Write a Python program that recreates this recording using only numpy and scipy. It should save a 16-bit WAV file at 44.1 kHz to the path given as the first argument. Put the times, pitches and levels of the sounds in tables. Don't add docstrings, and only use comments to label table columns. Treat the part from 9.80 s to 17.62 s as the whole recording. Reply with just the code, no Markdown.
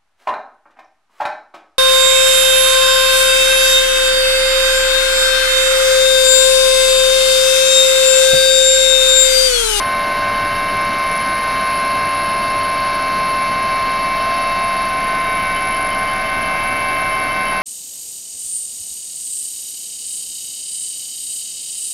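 import sys
import numpy as np
from scipy.fft import rfft, irfft, next_fast_len
from scipy.io import wavfile

SR = 44100
rng = np.random.default_rng(int(sys.argv[2]) if len(sys.argv) > 2 else 0)


def digitize_waveform(pressure):
    field = np.atleast_2d(pressure).T
    bounded = np.clip(field, -1, 1)
    quanta = np.round(bounded * 32767).astype(np.int16)
    wavfile.write(sys.argv[1], SR, quanta)


N = 344862

PLANETS = [(132.0, -37.6, 0.38, 0.29, 0.57, 0.11, 2.52, 0.93),
           (264.0, -39.1, 0.38, 1.62, 0.73, 0.23, 2.07, 0.13),
           (265.0, -34.8, 0.69, 1.1, 0.16, 0.26, 8.58, 0.93),
           (395.0, -33.6, 0.32, 0.91, 0.33, 0.19, 5.04, 0.51),
           (660.0, -45.0, 0.31, 0.9, 0.73, 0.17, 3.16, 0.89),
           (790.0, -50.5, 0.85, 1.3, 0.54, 0.55, 6.98, 0.25)]
# time in seconds, how far it has turned as a share of the whole sweep.
TURN = [(0.0, 0.0), (0.46, -0.007), (0.92, -0.004), (1.38, -0.061), (1.84, 0.134), (2.3, 0.184),
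        (2.76, 0.209), (3.22, 0.248), (3.68, 0.234), (4.14, 0.263), (4.6, 0.383), (5.06, 0.423),
        (5.52, 0.704), (5.98, 0.764), (6.44, 0.843), (6.9, 0.875), (7.36, 0.888), (7.82, 0.939)]
# time in seconds, grind in dB, intake in dB before trim and flutter.
AIR = [(0, -51, -47), (1.2, -45.4, -47.5), (2.4, -44, -48), (3, -48, -49), (4.6, -44.9, -49.5),
       (5.4, -53, -49.5), (6.2, -48, -48), (7.82, -58, -44.5)]
# centre in Hz, width in Hz, boost in dB.
CABIN = [(94, 28, 2.5), (191, 54, 5.5), (264, 16, 4), (654, 77, 9.5), (843, 54, 3), (1014, 256, 8)]
# centre in Hz, width in Hz, boost in dB.
WHISTLES = [(7300, 30, 11.5), (9100, 57, 9), (10760, 170, 4)]
MESH_HZ = 759.2
# centre in Hz, width in Hz, boost in dB.
RATTLE = [(k * MESH_HZ, 60, 3.5) for k in range(2, 12)]


def amp(db):
    return 10 ** (np.asarray(db) / 20)


def curves(rows):
    seconds, *columns = np.transpose(rows)
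    return [np.interp(np.arange(N) / SR, seconds, column) for column in columns]


def wobble(rate):
    knots = rng.standard_normal(int(N * rate / SR) + 2)
    return np.interp(np.arange(N) * rate / SR, np.arange(len(knots)), knots)


def tone(phase, db):
    return np.sqrt(2) * amp(db) * np.cos(phase)


def humps(modes, hz):
    return sum(db / (1 + (2 * (hz - mid) / width) ** 2) for mid, width, db in modes)


def noise(spectrum, band, modes):
    m = next_fast_len(N)
    hz = np.fft.rfftfreq(m, 1 / SR)
    f, db = np.transpose(spectrum)
    slope_db = np.interp(np.log(hz + 1), np.log(f + 1), db, left=-120, right=-120)
    gain = amp(slope_db + humps(modes, hz))
    inside = (hz > band[0]) & (hz < band[1])
    band_rms = np.sqrt(np.sum(gain[inside] ** 2) / len(hz))
    return irfft(rfft(rng.standard_normal(m)) * gain, m)[:N] / band_rms


def rotor_angle():
    # time in seconds, rotor turns per second.
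    rotor = [(0.0, 5.7513), (0.49, 5.7516), (0.98, 5.7592), (1.47, 5.7607), (1.96, 5.7546), (2.44, 5.7503),
             (2.93, 5.746), (3.42, 5.7492), (3.91, 5.7545), (4.4, 5.7548), (4.89, 5.7484), (5.38, 5.7363),
             (5.86, 5.7483), (6.35, 5.7581), (6.84, 5.7568), (7.33, 5.7534), (7.82, 5.746)]
    return 1.6 + 2 * np.pi * np.cumsum(curves(rotor)[0]) / SR


def gearbox(angle):
    input_gear = [(183.423, -21.1, 0.2, 0.72, 0.79, 0.05, 2.68, 0.28),
                  (366.845, -29.3, 0.2, 0.92, 0.18, 0.07, 8.36, 0.59),
                  (550.268, -51.0, 0.53, 0.65, 0.44, 0.11, 4.01, 0.64),
                  (733.69, -44.9, 0.77, 0.77, 0.93, 0.28, 1.96, 0.53)]
    drives = [(101.9, -35.2, 0.34, 0.64, 0.1, 0.07, 6.46, 0.77),
              (111.827, -38.6, 0.05, 4.3, 0.42, 0.2, 5.55, 0.49),
              (118.903, -39.6, 0.85, 0.55, 0.75, 0.28, 5.25, 0.04),
              (205.868, -39.2, 0.37, 0.8, 0.02, 0.26, 4.12, 0.63),
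              (280.263, -39.8, 0.44, 0.99, 0.93, 0.17, 4.39, 0.18),
              (463.199, -35.4, 0.26, 1.56, 0.46, 0.12, 3.68, 0.5),
              (317.62, -42.8, 0.47, 1.65, 0.98, 0.37, 3.7, 0.89),
              (476.45, -45.1, 0.46, 1.71, 0.93, 0.13, 5.5, 0.06),
              (635.25, -50.5, 0.35, 1.4, 0.32, 0.22, 8.03, 0.24),
              (926.43, -53.3, 0.6, 1.1, 0.69, 0.41, 2.46, 0.21)]
    # cycles per rotor turn, level in dB before trim, drift and shade.
    sidebands = [(135, -53.0), (266, -49.0), (268, -48.5), (269, -52.6), (270, -51.7), (273, -50.3),
                 (396, -46.5), (397, -56.4), (399, -46.8), (400, -50.4), (523, -54.1), (524, -56.4),
                 (525, -50.3), (526, -56.9), (527, -53.8), (529, -52.9), (530, -49.3), (531, -55.9),
                 (655, -55.6), (665, -53.0), (792, -59.2), (793, -53.5), (794, -56.8), (795, -54.5),
                 (920, -60.4), (925, -60.2), (930, -60.4), (1055, -57.6), (1057, -66.7), (1060, -69.4),
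                 (1186, -72.4), (1187, -73.3), (1190, -72.2)]
    # cycles per rotor turn, level in dB before trim and drift.
    shafts = [(17.16, -51.7), (18.68, -46.1), (81.55, -51.8), (114.07, -48), (120.1, -50), (146.6, -46.8),
              (171.57, -49), (178.94, -49), (179.41, -50), (190.38, -46.3), (190.67, -47.5),
              (223.68, -43.2), (227.63, -49.1), (232.64, -47.2), (288.52, -50), (330.86, -44.6),
              (335.53, -52.3), (428.9, -48.5), (448.42, -53.9), (459.21, -53.4), (467.21, -52.1),
              (560.5, -57.7), (582.64, -58.8), (768.09, -56.4), (796.31, -56.2), (815.2, -56.5),
              (840.77, -61.7), (854.47, -56.0), (858.21, -58.1), (858.95, -61.2), (917.11, -52.8),
              (952.88, -60.2), (992.6, -66.8), (1100.54, -71.5), (1449.97, -76.9), (1454.97, -79.1),
              (372.5, -52), (504.5, -58)]
    sway_db = [0.48, 1, 1.5]
    strong = sum(strong_tones(rows, angle, db) for rows, db in zip([input_gear, PLANETS, drives], sway_db))
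    weak = weak_tones(sidebands, angle, drift_db=2.2, shade_db=8)
    weak = weak + weak_tones(shafts, angle, drift_db=2.5, shade_db=0)
    return strong + throb(angle) + chirp(angle) + weak


def strong_tones(rows, angle, sway_db):
    total = 0
    for row, db in zip(rows, standing(rows)):
        jitter = 0.093 * wobble(40)
        total = total + tone(row[0] * angle + jitter, db + sway_db * wobble(2.56) + .5 * wobble(12))
    return total


def standing(rows):
    turn, = curves(TURN)

    def echo(size, lobes, start):
        return size * np.exp(2j * np.pi * (start + lobes * turn))

    levels = []
    for row in rows:
        strength = np.abs(1 + echo(*row[2:5]) + echo(*row[5:]))
        levels.append(20 * np.log10(strength + .02) + row[1])
    return levels


def throb(angle):
    mesh_db, = standing(PLANETS[:1])
    quarter = np.pi / 2
    first = tone(131 * angle, mesh_db - 6)
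    first = first + sum(tone(k * angle + quarter, mesh_db - 8) for k in (130, 133))
    second = tone(262 * angle + quarter, mesh_db - 9)
    second = second + sum(tone(k * angle - quarter, -50 + 2 * wobble(1.5)) for k in (261, 263, 267))
    return first + second


def chirp(angle):
    # time in seconds, level in dB at the top of the blip.
    blip = [(0, -60), (5.2, -60), (5.7, -31), (7, -38), (7.82, -31)]
    window = np.exp(5 * (np.cos(angle - 2.9) - 1))
    return window * tone(528 * angle, curves(blip)[0])


def weak_tones(rows, angle, drift_db, shade_db):
    away = curves(TURN)[0] - .5
    total = 0
    for order, db in rows:
        phase = order * angle + rng.uniform(0, 2 * np.pi)
        shade = shade_db * away * order / 1000
        total = total + tone(phase, db - .7 + drift_db * wobble(1.5) - shade)
    return total


def blades(angle):
    # time in seconds, level of the blade passage in dB.
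    thump = [(0, -42), (.89, -37), (1.4, -44), (2.1, -44), (2.7, -42), (3.9, -39.5), (6.3, -37),
             (7.82, -41)]
    second_db = -52 + 3 * wobble(2)
    return tone(4 * angle - 3.7, curves(thump)[0]) + tone(8 * angle, second_db)


def turbines(angle):
    # time in seconds, first whine in Hz, its level in dB before flicker, second in Hz, its level in dB.
    compressors = [(0, 10766, -40, 10791, -53), (.4, 10765, -49, 10790, -55), (1, 10763, -47, 10787, -50),
                   (1.26, 10762, -39, 10784, -49), (1.8, 10751, -39, 10773, -53),
                   (2.35, 10744, -39, 10764, -58), (2.85, 10743, -41, 10763, -47),
                   (3.3, 10751, -50, 10768, -47), (3.7, 10751, -45, 10769, -43),
                   (4.05, 10748, -56, 10763, -44), (4.5, 10741, -50, 10756, -46),
                   (4.85, 10741, -43, 10762, -45), (5.3, 10747, -49, 10776, -43),
                   (5.9, 10744, -43, 10795, -40), (6.3, 10738, -46, 10786, -41),
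                   (6.56, 10738, -44, 10761, -46), (7.1, 10738, -43, 10762, -45),
                   (7.82, 10741, -42, 10763, -49)]
    first_hz, first_db, second_hz, second_db = curves(compressors)
    shake = .45 * np.sin(4 * angle)
    passing = ((1 + np.cos(4 * angle + .8 * wobble(12))) / 2) ** 13

    def whine(hz, db):
        gate = 1 - passing * np.clip(.7 + .8 * wobble(15), 0, 1.3)
        flicker_db = 2.4 + 2 * wobble(11) + 1.3 * wobble(60)
        phase = 2 * np.pi * np.cumsum(hz) / SR + shake + 0.38 * wobble(60)
        return gate * tone(phase, db + flicker_db)

    return whine(first_hz, first_db) + whine(second_hz, second_db)


def gear_grind():
    # frequency in Hz, relative density in dB per Hz.
    spectrum = [(3000, -40), (3900, 2), (4600, 7.5), (5300, 7), (6300, -15)]
    grind_db = curves(AIR)[0] + .6 * wobble(8)
    return amp(grind_db) * noise(spectrum, (3900, 5200), RATTLE)


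def structure_roar():
    # frequency in Hz, relative density in dB per Hz.
    spectrum = [(300, -32), (600, -5.5), (1200, -1.5), (1700, 2.5), (1950, -0.5), (2500, -3.5),
                (3400, -8.5), (4400, -8.5), (5500, -15.5), (6800, -23), (7500, -33.5), (7850, -45),
                (8300, -58)]
    return amp(-47 + .3 * wobble(8)) * noise(spectrum, (3250, 3550), CABIN + WHISTLES + RATTLE)


def cabin_rumble():
    # frequency in Hz, relative density in dB per Hz.
    spectrum = [(6, -40), (14, -14), (30, -1.5), (65, -6.5), (130, -5), (300, -3), (500, -6), (900, -13.5),
                (2000, -37)]
    return amp(-34.5 + .4 * wobble(2)) * noise(spectrum, (130, 500), CABIN)


def rotor_pulses(angle):
    return np.cos(angle - 2.9), np.cos(4 * angle - 3.5)


def intake_rush(angle):
    # frequency in Hz, relative density in dB per Hz.
    spectrum = [(7500, -47), (7900, -34), (8400, -23.5), (9500, -15.5), (10250, -12.5), (10550, -3.5),
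                (10750, 0.5), (11200, -5), (11500, -9.5), (11900, -15), (12300, -21), (13000, -24),
                (14000, -36)]
    turn, blade = rotor_pulses(angle)
    intake_db = curves(AIR)[1] + .4 * turn + .3 * blade + .9 * wobble(9) - .7
    return amp(intake_db) * noise(spectrum, (11000, 12000), WHISTLES + RATTLE)


def downwash_hiss(angle):
    # frequency in Hz, relative density in dB per Hz.
    spectrum = [(9000, -30), (11800, -1), (13000, 0), (16500, -1)]
    turn, blade = rotor_pulses(angle)
    hiss_db = -57 + 1.5 * turn + 1.2 * blade + .8 * wobble(18) + .8 * wobble(50)
    return amp(hiss_db) * noise(spectrum, (12500, 15500), [])


def scene():
    angle = rotor_angle()
    cabin = gearbox(angle) + blades(angle) + turbines(angle)
    cabin = cabin + gear_grind() + structure_roar() + cabin_rumble()
    cabin = cabin + intake_rush(angle) + downwash_hiss(angle)
    return np.array([cabin, cabin])


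def record(dry):
    top_hz = 15735
    m = next_fast_len(N + SR // 4)
    keep = np.fft.rfftfreq(m, 1 / SR) < top_hz
    return irfft(rfft(dry, m) * keep, m)[:, :N]


dry = scene()
out = record(dry)
digitize_waveform(out)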